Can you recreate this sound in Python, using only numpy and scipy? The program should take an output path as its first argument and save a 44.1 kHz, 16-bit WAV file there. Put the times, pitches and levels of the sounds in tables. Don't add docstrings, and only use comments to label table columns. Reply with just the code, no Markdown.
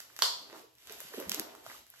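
import sys
import numpy as np
from scipy import signal
from scipy.fft import rfft, irfft
from scipy.io import wavfile
from scipy.ndimage import uniform_filter1d, minimum_filter1d

SR = 44100
rng = np.random.default_rng(int(sys.argv[2]) if len(sys.argv) > 2 else 0)


def waveform_to_disk(signal):
    frames = np.transpose(np.atleast_2d(signal))
    scaled = np.clip(frames, -1, 1) * 32767
    samples = np.round(scaled).astype(np.int16)
    wavfile.write(sys.argv[1], SR, samples)


def elevation(decibels):
    levels = np.asarray(decibels, float)
    return 10 ** (levels / 20)


N = 88200


def read(table, x, log=False):
    a = np.array(table, float)
    if log:
        return np.interp(np.log(x + 1), np.log(a[:, 0] + 1), a[:, 1])
    return np.interp(x, a[:, 0], a[:, 1])


def unit(x):
    return x / np.sqrt(np.mean(x ** 2))


def peak(x, db):
    return x * elevation(db) / abs(x).max()


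def freqs(x):
    return np.fft.rfftfreq(x.shape[-1], 1 / SR)


def colour(x, table):
    return irfft(rfft(x) * elevation(read(table, freqs(x), log=True)), x.shape[-1])


def band(x, hz, width_hz):
    return irfft(rfft(x) * np.exp(-2 * ((freqs(x) - hz) / width_hz) ** 2), x.shape[-1])


def walk(rate_per_s):
    k = int(SR / rate_per_s)
    return unit(uniform_filter1d(uniform_filter1d(rng.standard_normal(N), k), k))


def add(out, x, at_s):
    i = int(at_s * SR) - len(x) // 2 + np.arange(len(x))
    keep = (i >= 0) & (i < N)
    out[i[keep]] += x[keep]


BURST_MS = np.arange(-1024, 1024) / SR * 1000
EVENNESS = 0.85


def burst(ms):
    envelope = np.exp(-np.where(BURST_MS < 0, 2.5, 1.2) * abs(BURST_MS) / ms)
    spec = rfft(rng.standard_normal(len(BURST_MS)) * envelope)
    return irfft(spec / abs(spec) ** EVENNESS) * np.exp(-(BURST_MS / (5 * ms)) ** 2)


def wobble(hz, cycles, turn, size=4096):
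    t = np.arange(-size, size) / SR * hz
    envelope = np.exp(-np.where(t < 0, 9., 3.) * (t / cycles) ** 2)
    return envelope * np.cos(2 * np.pi * (t + turn))


CRACK_HZ, CRACK_WIDTH_HZ, CRACK_OCTAVES_PER_DB = 5150, 4820, 0.035
BODY_HZ, BODY_WIDTH_HZ = 1400, 1300
AIR_HZ, AIR_WIDTH_HZ = 13000, 4300


def snap_voice(x, db, body_db, air_db):
    crack_hz = CRACK_HZ * 2 ** (CRACK_OCTAVES_PER_DB * air_db)
    crack = peak(band(x, crack_hz, CRACK_WIDTH_HZ), db)
    body = peak(band(x, BODY_HZ, BODY_WIDTH_HZ), db + body_db)
    air = peak(band(x, AIR_HZ, AIR_WIDTH_HZ), db + air_db)
    return crack + body + air


SNAP_MS, SNAP_LAG_S, SNAP_ROOM_TOP_DB = 0.38, 0.0011, -8
PEEL_MS, PEEL_DB = 1.4, -17
# start_s, peak_db, body_db, air_db, room_db (last three relative)
SNAP_EVENTS = [(0.0024, -31.5, -12.5, 3, -7.5), (0.164, -32, -15, 0.5, -8), (0.1896, -26, -8.5, 2, -7),
               (0.4985, -43, -3, -13, 3), (0.5274, -39.5, -10, -14, 4), (0.5943, -44, -10, 0, -10),
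               (0.7516, -51, -29, 1, -19), (0.783, -48, -29, -2, -45), (0.823, -46.5, -24, -8.5, -12),
               (0.986, -48, -26, 10, -9), (0.8715, -33.5, -22, -5, 10), (0.8961, -32, -20, -10, -3),
               (0.9225, -34, -31, 6.5, -14), (1.0031, -32, -7.5, 6, -6.5), (1.2001, -31.5, -6.5, 5, -2),
               (1.2945, -18.5, -44, 4, -16), (1.317, -13.5, -48, -3.5, -14.5), (1.3265, -33, -15, -7, -26),
               (1.3445, -19, -52, 0.5, -19), (1.3957, -17, -21, 2.5, -18), (1.551, -47, -3, 5, -18),
               (1.664, -37.5, -6, -1.5, -8), (1.698, -39, -3, -8, 0), (1.8659, -50.5, -7, 6.5, -6),
               (1.901, -51, -16, 19.5, -18), (1.9384, -50.5, 2, 3, -6), (1.9599, -52, -5, -8, -16)]


def snaps():
    dry, wet = np.zeros(N), np.zeros(N)
    for start_s, db, body_db, air_db, room_db in SNAP_EVENTS:
        click = peak(burst(SNAP_MS), 0)
        decay = np.exp(-abs(BURST_MS) / PEEL_MS) * (BURST_MS > 0)
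        peel = elevation(PEEL_DB) * rng.standard_normal(len(BURST_MS)) * decay
        at_s = start_s + SNAP_LAG_S
        add(dry, snap_voice(click + peel, db, body_db, air_db), at_s)
        send = elevation(min(room_db, SNAP_ROOM_TOP_DB))
        add(wet, snap_voice(click, db, body_db, air_db) * send, at_s)
    return dry, wet


SLAP_S, SLAP_DB, SLAP_MS = 0.2226, -6.5, 1.06
SLAP_DIP_HZ, SLAP_DIP_WIDTH_HZ, SLAP_DIP = 3850, 450, 0.6
SLAP_BODY_DB, SLAP_BODY_HZ, SLAP_BODY_CYCLES, SLAP_BODY_LAG_S = -25, 926, 1.98, 0.0008
SLAP_ECHO_S, SLAP_ECHO_DB = 0.0037, -7
# freq_hz, gain_db
SLAP_SPECTRUM = [(300, -39), (720, -4.5), (1350, -5), (2600, -16.5), (3100, -3), (4400, 3), (6000, -9.5),
                 (16000, -16.5)]


def slap():
    out = np.zeros(N)
    flat = irfft(np.exp(1j * np.angle(rfft(burst(SLAP_MS)))))
    crack = colour(flat, SLAP_SPECTRUM)
    crack = crack - SLAP_DIP * band(crack, SLAP_DIP_HZ, SLAP_DIP_WIDTH_HZ)
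    add(out, peak(crack * np.hanning(len(crack)) ** 4, SLAP_DB), SLAP_S)
    echo = elevation(SLAP_ECHO_DB) * np.roll(out, int(SLAP_ECHO_S * SR))
    body = elevation(SLAP_BODY_DB) * wobble(SLAP_BODY_HZ, SLAP_BODY_CYCLES, 0.22)
    add(out, body, SLAP_S + SLAP_BODY_LAG_S)
    return out, echo


REBOUND_S, REBOUND_DB, REBOUND_OCTAVES = 0.02, -13, 0.4
# start_s, peak_db, pitch_hz, length_cycles
CUFF_POPS = [(0.098, -46, 1330, 1.6), (0.528, -41, 465, 2.2), (0.546, -55, 430, 7.1),
             (0.587, -57, 554, 1.3), (0.638, -52.5, 468, 6.2), (0.904, -49, 432, 6.6),
             (0.948, -55.5, 404, 7.9), (1.014, -47, 575, 2.8), (1.048, -63, 146, 0.86),
             (1.121, -52.5, 547, 7.3), (1.14, -40.5, 438, 4.5), (1.1776, -30, 414, 2.1),
             (1.2, -33.5, 483, 2.06), (1.275, -41.5, 184, 3.8), (1.311, -42, 203, 3.8),
             (1.342, -42, 410, 4.5), (1.378, -44, 306, 9.4), (1.399, -33.5, 326, 2.13),
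             (1.547, -39.5, 1170, 1.4), (1.579, -55, 307, 5.5), (1.661, -40.5, 660, 3.4),
             (1.744, -48, 1230, 7.3), (1.937, -48, 1440, 2.1)]
# start_s, peak_db, pitch_hz, length_cycles
SLEEVE_THUMPS = [
    (0.879, -59, 73, 2.2),
    (0.953, -61, 100.4, 2.4),
    (1.049, -49.5, 150, 1.05),
    (1.271, -42.5, 70, 2.15),
    (1.331, -56, 71.6, 2.4),
    (1.39, -44, 125, 1.3),
    (1.674, -55, 119, 2),
]
# start_s, peak_db, pitch_hz, length_cycles
MORE_CUFF_POPS = [(0.227, -46, 423, 12.4), (0.428, -58, 520, 9.1), (.544, -42, 1030, 2),
                  (.56, -45, 823, 1.8), (.598, -48, 670, 3.2), (1.136, -38.5, 1060, 1.9),
                  (1.135, -42, 1800, 4.9), (1.174, -36, 427, 1.8), (1.182, -35.5, 283, 2.3),
                  (1.192, -36, 407, 0.91), (1.207, -41, 560, 4.7), (1.225, -44.5, 505, 7.4),
                  (1.242, -48, 474, 3.5), (1.41, -43.5, 356, 2.9), (1.437, -66, 298, 1.1),
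                  (1.661, -42, 1310, 4), (1.698, -40.5, 2020, 5), (1.699, -45, 990, 1.2),
                  (1.712, -38, 1520, 1.8)]


def pops():
    out = np.zeros(N)
    rows = CUFF_POPS + SLEEVE_THUMPS + MORE_CUFF_POPS
    for (start_s, db, hz, cycles), chance in zip(rows, rng.random((len(rows), 10))):
        cycles = max(cycles, 0.8)
        add(out, elevation(db) * wobble(hz, cycles, chance[0]), start_s + 0.003784)
        for late, pitch, turn in chance[1:].reshape(3, 3):
            other_hz = hz * 2 ** (REBOUND_OCTAVES * (2 * pitch - 1))
            rebound = elevation(db + REBOUND_DB) * wobble(other_hz, cycles, turn)
            add(out, rebound, start_s + 0.00401 + (late - 0.3) * REBOUND_S)
    return out


SLIDE_PER_S, SLIDE_SCATTER_DB, SLIP_CAP = 6000, 3, 3.5
SLIDE_DB, SLIDE_FLICKER_DB, SLIDE_FLICKER_PER_S = -2.5, 2.5, 29.3
# time_s, level_db
SLIDE_LEVEL = [(0, -59.5), (.08, -66), (.16, -64), (.3, -55), (.46, -65.5), (.56, -58), (.7, -82.5),
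               (.83, -62), (.89, -55.5), (1.05, -57.5), (1.15, -48.5), (1.27, -59.5), (1.33, -45.5),
               (1.45, -64.5), (1.62, -65), (1.7, -51.5), (1.85, -72.5), (2, -61)]
# freq_hz, gain_db
SLIDE_SPECTRUM = [(200, -25.5), (900, 1), (2500, 5), (4500, 2.5), (7000, 0.5), (10000, 1), (13000, 5),
                  (16000, -10)]


def slide():
    slip_now = rng.random(N) < SLIDE_PER_S / SR
    size = np.minimum(rng.exponential(size=N), SLIP_CAP)
    slips = slip_now * rng.standard_normal(N) * elevation(SLIDE_SCATTER_DB * size)
    flicker_db = SLIDE_FLICKER_DB * walk(SLIDE_FLICKER_PER_S)
    level_db = read(SLIDE_LEVEL, np.arange(N) / SR) + SLIDE_DB + flicker_db
    return unit(colour(slips, SLIDE_SPECTRUM)) * elevation(level_db)


CRINKLE_PER_S, CRINKLE_SCATTER_DB, CRINKLE_DB = 800, 2, -8.5
CRINKLE_HZ, CRINKLE_OCTAVES, CRINKLE_CYCLES = 560, 0.94, 1.44
CRINKLE_TILT_DB = 5
# time_s, level_db
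CRINKLE_LEVEL = [(0, -64), (.15, -62.5), (.35, -55), (.47, -56), (.56, -46), (.66, -73), (.72, -99),
                 (.83, -69), (.9, -49.5), (1.02, -62.5), (1.1, -55), (1.21, -43.5), (1.3, -51),
                 (1.42, -43.5), (1.6, -58), (1.7, -50.5), (1.8, -73.5), (2, -71.5)]


def crinkle():
    count = 1800
    out, chance = np.zeros(N), rng.random((count, 3))
    octaves = rng.standard_normal(count) * CRINKLE_OCTAVES
    times_s = np.cumsum(-np.log(chance[:, 0])) / CRINKLE_PER_S
    for at_s, (_, size, turn), octave in zip(times_s[times_s < N / SR], chance, octaves):
        db = CRINKLE_TILT_DB * octave - CRINKLE_SCATTER_DB * np.log(size)
        add(out, elevation(db) * wobble(CRINKLE_HZ * 2 ** octave, CRINKLE_CYCLES, turn, size=1024), at_s)
    return unit(out) * elevation(read(CRINKLE_LEVEL, np.arange(N) / SR) + CRINKLE_DB)


PAN_DB = -4.5


def ports(x, lead_ms):
    lead = np.exp(2j * np.pi * freqs(x) * lead_ms / 1000)
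    right = irfft(rfft(x) * lead, N)
    return np.array([x * elevation(PAN_DB / 2), right * elevation(-PAN_DB / 2)])


ROOM_GAP_MS, ROOM_FILL_MS = 0.85, 6
# freq_hz, t60_s
ROOM_DECAY = [(150, 0.4), (500, 0.48), (1000, 0.46), (2000, 0.26), (4000, 0.54), (9000, 0.36),
              (15000, 0.24)]


def room(x):
    t = np.arange(SR) / SR
    noise = rng.standard_normal((2, SR))
    tail = np.zeros((2, SR))
    for hz in 60 * 2 ** np.arange(0, 8.3, 1 / 3):
        t60_s = read(ROOM_DECAY, hz, log=True)
        tail += band(noise, hz, hz / 2.4) * elevation(-60 * t / t60_s)
    tail *= np.clip((t * 1000 - ROOM_GAP_MS) / ROOM_FILL_MS, 0, 1) ** 0.5
    tail *= 3 / np.sqrt(np.sum(tail ** 2))
    return signal.fftconvolve(x[None], tail, axes=1)[:, :N]


HUM_DB, HUM_WIDTH = -64, 0.43
HUM_FLICKER_DB, HUM_FLICKER_PER_S = 2.5, 8
DRONE_HZ, DRONE_WIDTH_HZ, DRONE_DB = 125.3, 15, -76.5
# freq_hz, level_db_per_hz
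HUM_SPECTRUM = [(25, 5), (70, 10), (125, -11.5), (250, -9), (700, -21), (3000, -14.5), (8000, -21),
                (16000, -14)]


def flickering_air():
    return colour(rng.standard_normal(N), HUM_SPECTRUM) * elevation(HUM_FLICKER_DB * walk(HUM_FLICKER_PER_S))


def hum():
    mid, side = flickering_air(), HUM_WIDTH * flickering_air()
    drone = unit(band(rng.standard_normal(N), DRONE_HZ, DRONE_WIDTH_HZ)) * elevation(DRONE_DB)
    return unit(np.array([mid + side, mid - side])) * elevation(HUM_DB) + drone


RIGHT_LEAD_MS, SLAP_LEAD_MS = 0.12, 0.044
SLAP_ROOM_DB, POP_ROOM_DB, RUB_ROOM_DB = -5.5, -16, -6
RUB_WIDTH = 0.78


def scene():
    crack, crack_feed = snaps()
    hit, echo = slap()
    cuff = pops()
    rub = slide() + crinkle()
    wide_rub = RUB_WIDTH * slide()
    near = ports(crack + cuff + rub, RIGHT_LEAD_MS) + ports(hit + echo, SLAP_LEAD_MS)
    near += np.array([wide_rub, -wide_rub])
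    feed = crack_feed + elevation(SLAP_ROOM_DB) * hit + elevation(POP_ROOM_DB) * cuff + elevation(RUB_ROOM_DB) * rub
    return near + room(feed) + hum()


SQUEEZE_DB, SQUEEZE_SCATTER_DB, SQUEEZE_FROM_HZ = 4.5, 2.5, 8200
CLICK_CREST_DB, CALM_TOP_HZ = 17.5, 15900


def squeeze(x):
    ms = np.array([x[0] + x[1], x[0] - x[1]]) / 2
    f, t, z = signal.stft(ms, SR, nperseg=1024)
    power = abs(z[:, :512]).reshape(2, 64, 8, -1) ** 2
    lead_db = 10 * np.log10(power[0].sum(axis=1) / power[1].sum(axis=1))
    lead_db = lead_db + SQUEEZE_SCATTER_DB * rng.standard_normal(len(t))
    top = abs(np.diff(x[0], 2))
    top_peak = -minimum_filter1d(-top, size=768)
    crest = top_peak / np.sqrt(uniform_filter1d(top ** 2, size=768) + 1e-18)
    calm = crest[np.clip((t * SR).astype(int), 0, len(top) - 1)] < elevation(CLICK_CREST_DB)
    hz = f[:512, None]
    drop = np.repeat(np.array([lead_db < -SQUEEZE_DB, lead_db > SQUEEZE_DB]), 8, axis=1)
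    drop |= hz > CALM_TOP_HZ
    z[:, :512] *= ~(drop & calm & (hz > SQUEEZE_FROM_HZ))
    ms = signal.istft(z, SR, nperseg=1024)[1][:, :N]
    return np.array([ms[0] + ms[1], ms[0] - ms[1]])


def band_limit(x):
    return signal.sosfilt(signal.butter(12, 16810, fs=SR, output="sos"), x)


ONE_PORT_HZ, ONE_PORT_SLOPE_HZ, SECOND_PORT_DB = 8710, 292, -16
TREBLE_LAG_MS, IN_PHASE_HZ = 0.19, 12010
LOW_CUT_HZ, TOP_HZ = 131, 16700


def record(dry):
    f, (left, right) = freqs(dry), rfft(dry)
    share = (1 - elevation(2 * SECOND_PORT_DB)) / (1 + np.exp(-(f - ONE_PORT_HZ) / ONE_PORT_SLOPE_HZ))
    turn = 2 * np.pi * (np.minimum(f, 15300) - IN_PHASE_HZ) * TREBLE_LAG_MS / 1000
    turn = turn - 0.043 * np.sin(2 * turn)
    right = np.sqrt(share) * left * np.exp(-1j * turn) + np.sqrt(1 - share) * right
    low_cut = 1 / (1 + (LOW_CUT_HZ / (f + 1)) ** 2)
    top_cut = np.where(f < TOP_HZ, 1, elevation(-45))
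    mix = squeeze(irfft(np.array([left, right]) * low_cut * top_cut, N))
    return band_limit(mix)


dry = scene()
out = record(dry)
waveform_to_disk(out)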